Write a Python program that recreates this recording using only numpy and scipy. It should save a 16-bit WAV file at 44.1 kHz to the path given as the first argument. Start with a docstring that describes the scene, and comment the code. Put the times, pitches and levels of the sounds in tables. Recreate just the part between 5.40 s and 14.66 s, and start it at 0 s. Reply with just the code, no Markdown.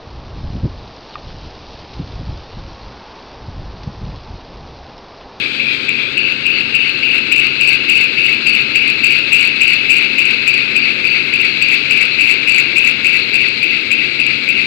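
"""A huge circular saw on an excavator arm grinds a slot into quarry stone; diesel and pump drone behind.
The blade is out of round: three and a half times a second the same proud teeth bite and the steel
screeches. At 0.7 s it seats and the pitch lifts, then sags as the slot deepens, while a lower screech,
rasping dust and crushed stone grow. The loudest screeches, around 2.5, 4.3 and 7.1 s, overload the
left microphone, which fizzes. Near 8 s the crushing eases off, and the saw grinds on."""
import sys
import numpy as np
from scipy import signal
from scipy.fft import rfft, irfft, next_fast_len
from scipy.io import wavfile
from scipy.ndimage import uniform_filter1d

SR = 44100
rng = np.random.default_rng(int(sys.argv[2]) if len(sys.argv) > 2 else 0)


def waveform_to_disk(signal):
    """Save audio, clipped to [-1, 1], as 16-bit WAV at the path in sys.argv[1]."""
    frames = np.transpose(np.atleast_2d(signal))
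    scaled = np.clip(frames, -1, 1) * 32767
    samples = np.round(scaled).astype(np.int16)
    wavfile.write(sys.argv[1], SR, samples)


N = 408366
TURN_S = .2865   # about one turn of the blade

# The spin of the blade. Each row: time in seconds, turns done.
BLADE_TURNS = [(-.0942, 0), (4.2056, 15), (9.3625, 33)]
# The colour of rasping stone dust. Each row: frequency in Hz, level in dB.
DUST_SPECTRUM = [(1200, -115), (2000, -62), (2800, -60), (3300, -55), (4000, -54.5), (4600, -60),
                 (5000, -66.5), (5600, -79), (7000, -82), (15500, -103)]


def saw():
    """Feed, slot depth and the blade's spin drive the cut; the right microphone faces away from it."""
    # How hard the arm feeds the blade into the stone. Each row: time in seconds, bite in dB.
    feed = [(0, -4.5), (.75, -4), (1.1, -2), (2.5, 1.55), (3.2, -0.2), (4.3, 2.5), (5.5, -1.3), (7.1, 1.04),
            (8.4, -2.5), (9.26, -2.5)]
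    # The shading of the saw on the right. Each row: frequency in Hz, gain in dB.
    saw_shade = [(800, 4.5), (1000, 0.5), (1300, -20.5), (1600, -10), (1850, -13), (2280, -7),
                 (2600, -27.5), (2900, -13.5), (3200, -14.5), (3800, -16), (4400, -19), (10000, -17.5)]
    t = np.arange(N) / SR
    turns, = read(BLADE_TURNS, t)
    bite_db, = read(feed, t)
    age = turns % 1 * TURN_S   # seconds into the turn
    shallow = np.exp(-t / 2.6)   # fades as the slot deepens
    unseated = 1 - step(t, at_s=.72, over_s=0.067)   # 1 until the blade settles in its slot
    # the warped flank brushes the slot twice a turn
    brush = bump(age, at_s=.14, half_s=0.037) + 0.9 * bump(age, at_s=0.249, half_s=0.013)
    rim = rim_screech(turns, age, shallow, unseated, bite_db)
    flank = flank_screech(turns, age, shallow, brush, bite_db)
    dust_gain = dust_swell(t, shallow, brush, bite_db)
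    dust = dust_gain * dust_rasp(turns, age, unseated)
    steel = disc(rim + flank + dust, width_hz=9.6, level_db=-0.36)
    left = steel + crushed_stone(t, shallow, brush)
    left += from_db(7.0) * overload_fizz(steel, onset_db=-7.0, steepness=7.3)
    # dust and crushing spread over too wide an area to reach both microphones alike
    diffuse = from_db(-4.0) * dust_gain * colour(white(), DUST_SPECTRUM)
    diffuse += crushed_stone(t, shallow, brush)
    right = off_rubble(steel, direct_db=-10.5, rubble_db=-4.0, decay_s=0.021) + diffuse
    return np.array([left, colour(right, saw_shade)])


def rim_screech(turns, age, shallow, unseated, bite_db):
    """The rim and its proud teeth make the steel screech; the pitch sags as the slot deepens."""
    # The piercing band of rim friction. Each row: frequency in Hz, level in dB.
    spectrum = [(1500, -120), (1900, -86.5), (2250, -53), (2420, -41.5), (2600, -36.5), (2720, -41.5),
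                (2900, -46), (3100, -62), (3600, -84), (5000, -130)]
    shallow_hz, deep_hz, unseated_hz = 110.8, -20, -185   # detuning
    friction = colour(rim_noise(turns, lasting=0.17, wearing=0.64, memory=0.834), spectrum)
    screech = from_db(bite_db + runout_db(age)) * sing(friction, evenness=0.29)
    teeth_gain = from_db(-3.5 + 0.78 * bite_db - 3 * unseated)
    teeth = teeth_gain * tooth_bites(rise_s=0.001427, scatter_db=1.0, jitter_s=.00003, detune=0.0059)
    detune_hz = deep_hz + (shallow_hz - deep_hz) * shallow + unseated_hz * unseated
    return shifted(screech + teeth, detune_hz)


def runout_db(age):
    """Once a turn the high side of the rim bites with an accent, holds, and leaves the stone."""
    attack_s, hold_s, release_s, accent_s = 0.0056, 0.094, 0.13, 0.026
    contact_db, clear_db = 2, -5
    contact = np.clip(np.minimum(age / attack_s, 1 - (age - attack_s - hold_s) / release_s), 0, 1)
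    accent_db = 1.5 * np.exp(-age / accent_s)
    worn_db = -3.5 * bump(age, at_s=0.054, half_s=.011)   # a worn stretch bites less
    return clear_db + (contact_db - clear_db + accent_db) * contact + worn_db


def rim_noise(turns, lasting, wearing, memory):
    """Friction that repeats with each turn: a lasting share, a share that wears away, and fresh noise."""
    size, count = round(TURN_S * SR), int(turns[-1]) + 1
    worn = rng.standard_normal((count, size))
    for k in range(1, count):
        worn[k] = memory * worn[k - 1] + np.sqrt(1 - memory ** 2) * worn[k]
    rim = np.sqrt(lasting) * rng.standard_normal(size) + np.sqrt(wearing) * worn
    passing = rim.ravel()[(turns * size).astype(int)]
    return passing * np.sqrt(SR / 2) + np.sqrt(1 - lasting - wearing) * white()


def sing(x, evenness):
    """Friction feeds the ring until it saturates, so its loudness is more even than that of noise."""
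    envelope = np.abs(signal.hilbert(x, next_fast_len(N))[:N])
    even = x / (uniform_filter1d(envelope, size=90) + 1e-9) ** evenness
    return even * np.std(x) / np.std(even)


def tooth_bites(rise_s, scatter_db, jitter_s, detune):
    """Each proud tooth gives a short swelling ring once a turn, never quite alike."""
    # The proud teeth. Each row: place in the turn in seconds, relative peak in dB, ring in Hz.
    teeth = [(.0033, -2.5, 2280), (.0098, -2.5, 2630), (.0135, 5.5, 2540), (0.0237, -3, 2473),
             (.0267, -3.5, 2616), (0.0368, -6, 2510), (0.0515, -0.5, 2370), (0.077, 1.5, 2472),
             (.083, -10.5, 2250), (.0867, -7, 2490), (0.0914, -1, 2630), (0.1332, -7, 2570),
             (0.1561, -2.5, 2460)]
    clock, done = np.transpose(BLADE_TURNS)
    age = np.arange(SR // 60) / SR
    swell = (age / rise_s * np.exp(1 - age / rise_s)) ** 2
    out = np.zeros(N + len(age))
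    for turn_start in np.interp(np.arange(done[-1]), done, clock):
        for place_s, db, hz in teeth:
            force, late, sharp = rng.standard_normal(3)
            at = round((turn_start + place_s - rise_s + jitter_s * late) * SR)
            if 0 <= at < N:
                ring = np.sin(2 * np.pi * hz * (1 + detune * sharp) * age)
                out[at:at + len(age)] += from_db(db + scatter_db * force) * swell * ring
    return out[:N]


def disc(x, width_hz, level_db):
    """The steel disc rings on in its narrow modes."""
    # The lasting modes of the disc. Each row: frequency in Hz, level in dB against the direct sound.
    modes = [(2056, -10.5), (2261, -9), (2324, 2.5), (2369, -1.5), (2496, 3), (2595, 1.5), (2642, -2),
             (2665, 1.5), (2725, -15.5), (2772, 0.5), (3896, 0), (4030, -12), (4312, -11), (4519, 6)]
    radius = np.exp(-np.pi * width_hz / SR)
    zeros = np.array([1, 0, -1]) * (1 - radius ** 2) / 2
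    out = x
    for hz, db in modes:
        poles = [1, -2 * radius * np.cos(2 * np.pi * hz / SR), radius ** 2]
        out = out + from_db(db) * signal.lfilter(zeros, poles, x)
    return from_db(level_db) * out


def flank_screech(turns, age, shallow, brush, bite_db):
    """The catching flank answers each bite with a lower screech, louder in a deeper slot."""
    # The darker band of flank friction. Each row: frequency in Hz, level in dB.
    spectrum = [(1200, -120), (1600, -94.5), (1880, -61.5), (2030, -48), (2250, -43), (2400, -44.5),
                (2800, -76), (4000, -130)]
    catch = bump(age, at_s=0.116, half_s=0.015)   # it catches hard on the first brush
    level_db = -2.13 - 10 * shallow + 0.19 * bite_db + 3 * brush + 8.5 * catch
    friction = rim_noise(turns, lasting=0.093, wearing=0.73, memory=0.81)
    return from_db(level_db) * colour(friction, spectrum)


def dust_rasp(turns, age, unseated):
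    """Dust rasps along the flanks, with a thin squeal that falls through every turn."""
    seated_hz, unseated_hz, sag_hz_per_s = 4612, 3515, 1800
    squeal_hz = seated_hz + (unseated_hz - seated_hz) * unseated - sag_hz_per_s * age
    rasp = colour(rim_noise(turns, lasting=0.035, wearing=0.2, memory=0.49), DUST_SPECTRUM)
    return rasp + from_db(-28.5) * squeal(squeal_hz, width_hz=160, flicker_db=3.5)


def dust_swell(t, shallow, brush, bite_db):
    """The gain of the rasp: it rises with depth, feed and each brush, and surges as dust builds up."""
    # Dust building up in the slot. Each row: centre in seconds, half length in seconds, lift in dB.
    surges = [(.2, 0.4, 3.5), (3.96, 0.19, 1), (6.407, 0.26, 1.5)]
    surge_db = sum(db * bump(t, at_s, half_s) for at_s, half_s, db in surges)
    return from_db(-0.42 - 2.9 * shallow + 3 * brush + 0.11 * bite_db + surge_db)


def squeal(hz, width_hz, flicker_db):
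    """The flank of the blade slips in the slot: a narrow, fitful band around a moving pitch."""
    band = signal.sosfilt(signal.butter(2, width_hz, fs=SR, output="sos"), white() + 1j * white())
    tone = np.real(band * np.exp(2j * np.pi * np.cumsum(hz) / SR))
    return tone / np.std(band.real) * from_db(flicker_db * drift(18))


def crushed_stone(t, shallow, brush):
    """Stone is crushed deep in the slot, swelling with each brush and easing off late in the cut."""
    # The midrange roar of crushing. Each row: frequency in Hz, level in dB.
    spectrum = [(300, -105), (650, -77.5), (800, -78.5), (1000, -72), (1300, -62), (1580, -57.5),
                (1850, -61.5), (2300, -65), (3500, -115)]
    eased = step(t, at_s=7.94, over_s=.2)
    return from_db(1.03 - 2 * shallow + 2.6 * brush - 2.5 * eased) * colour(white(), spectrum)


def overload_fizz(steel, onset_db, steepness):
    """Distortion fizz from the overloaded left microphone flares up on the loudest screeches."""
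    # The colour of the overload products. Each row: frequency in Hz, level in dB.
    spectrum = [(3000, -120), (5000, -73.5), (6500, -79.5), (7700, -78), (9000, -84), (11000, -88.5),
                (12800, -80.5), (15000, -88.5)]
    strength = np.sqrt(np.abs(uniform_filter1d(steel ** 2, size=1100))) / from_db(onset_db)
    return colour(white(), spectrum) * strength ** steepness / (1 + strength ** steepness)


def off_rubble(x, direct_db, rubble_db, decay_s):
    """A weak direct sound, six samples late, smeared by many small echoes off the rubble."""
    age = np.arange(SR // 6) / SR
    echoes = rng.standard_normal(len(age)) * np.exp(-age / decay_s)
    smear = signal.fftconvolve(x, echoes / np.linalg.norm(echoes))[:N]
    return from_db(direct_db) * np.roll(x, 6) + from_db(rubble_db) * smear


def excavator(hum_db, speed_wander, flutter_db):
    """Diesel and hydraulic pump: slightly unsteady tones over the rumble of exhaust and fan."""
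    # Diesel firing and pump tones. Each row: frequency in Hz, relative level in dB.
    tones = [(134.6, -46.5), (226.1, -42.5), (269.2, -43.5), (312.2, -48.5), (543.7, -51)]
    # The rumble of exhaust and fan. Each row: frequency in Hz, level in dB.
    rumble = [(20, -71), (45, -75.5), (60, -77), (78, -63.5), (130, -59.5), (180, -60), (260, -57),
              (370, -54.5), (520, -61.5), (620, -73.5), (900, -72.5), (1600, -104.5), (6000, -125)]
    # The shading of the engine on the right. Each row: frequency in Hz, gain in dB.
    engine_shade = [(60, -9), (150, -7.5), (300, -10.5), (450, -14.5), (650, -8), (1000, -12.5)]
    run_time = np.cumsum(1 + speed_wander * drift(5)) / SR
    hum = np.zeros(N)
    for hz, db in tones:
        amplitude = np.sqrt(2) * from_db(db + hum_db + flutter_db * drift(12))
        hum += amplitude * np.sin(2 * np.pi * (hz * run_time + rng.random()))
    engine = hum + colour(white(), rumble)
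    reflected = from_db(-7.5) * colour(white(), rumble)
    return np.array([engine, colour(engine + reflected, engine_shade)])


def from_db(db):
    """Decibels to gain."""
    return np.exp(np.asarray(db) * (np.log(10) / 20))


def read(rows, at):
    """The columns of a table, joined by straight lines."""
    key, *columns = np.transpose(rows)
    return [np.interp(at, key, column) for column in columns]


def colour(x, spectrum):
    """Filter by (Hz, dB) points on a log-frequency axis."""
    size = next_fast_len(N + 4096)
    hz, level = np.transpose(spectrum)
    bins = np.maximum(np.fft.rfftfreq(size, 1 / SR), 1)
    gain = from_db(np.interp(np.log(bins), np.log(hz), level))
    return irfft(rfft(x, size) * gain, size)[:N]


def shifted(x, hz):
    """Move every partial by the same number of Hz, which may change with time."""
    return np.real(signal.hilbert(x, next_fast_len(N))[:N] * np.exp(2j * np.pi * np.cumsum(hz) / SR))


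def white():
    """Noise of 0 dB per Hz."""
    return rng.standard_normal(N) * np.sqrt(SR / 2)


def drift(rate_hz):
    """A slow random wander with a spread of about 1."""
    return np.interp(np.arange(N) / SR * rate_hz, np.arange(2000), rng.standard_normal(2000))


def bump(t, at_s, half_s):
    """A smooth swell of height 1."""
    return np.exp(-((t - at_s) / half_s) ** 2)


def step(t, at_s, over_s):
    """A smooth change from 0 to 1."""
    return .5 + .5 * np.tanh((t - at_s) / over_s)


def scene():
    """The saw in front, the machine behind it."""
    return saw() + excavator(hum_db=2.0, speed_wander=0.00289, flutter_db=3.0)


def record(dry):
    """The loudest bites are squeezed against full scale and crackle; the top is cut."""
    hardness, stopband_hz = 14.0, 16282
    squeezed = dry / (1 + np.abs(dry) ** hardness) ** (1 / hardness)
    return signal.sosfilt(signal.cheby2(16, 60, stopband_hz, fs=SR, output="sos"), squeezed)


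dry = scene()
out = record(dry)
waveform_to_disk(out)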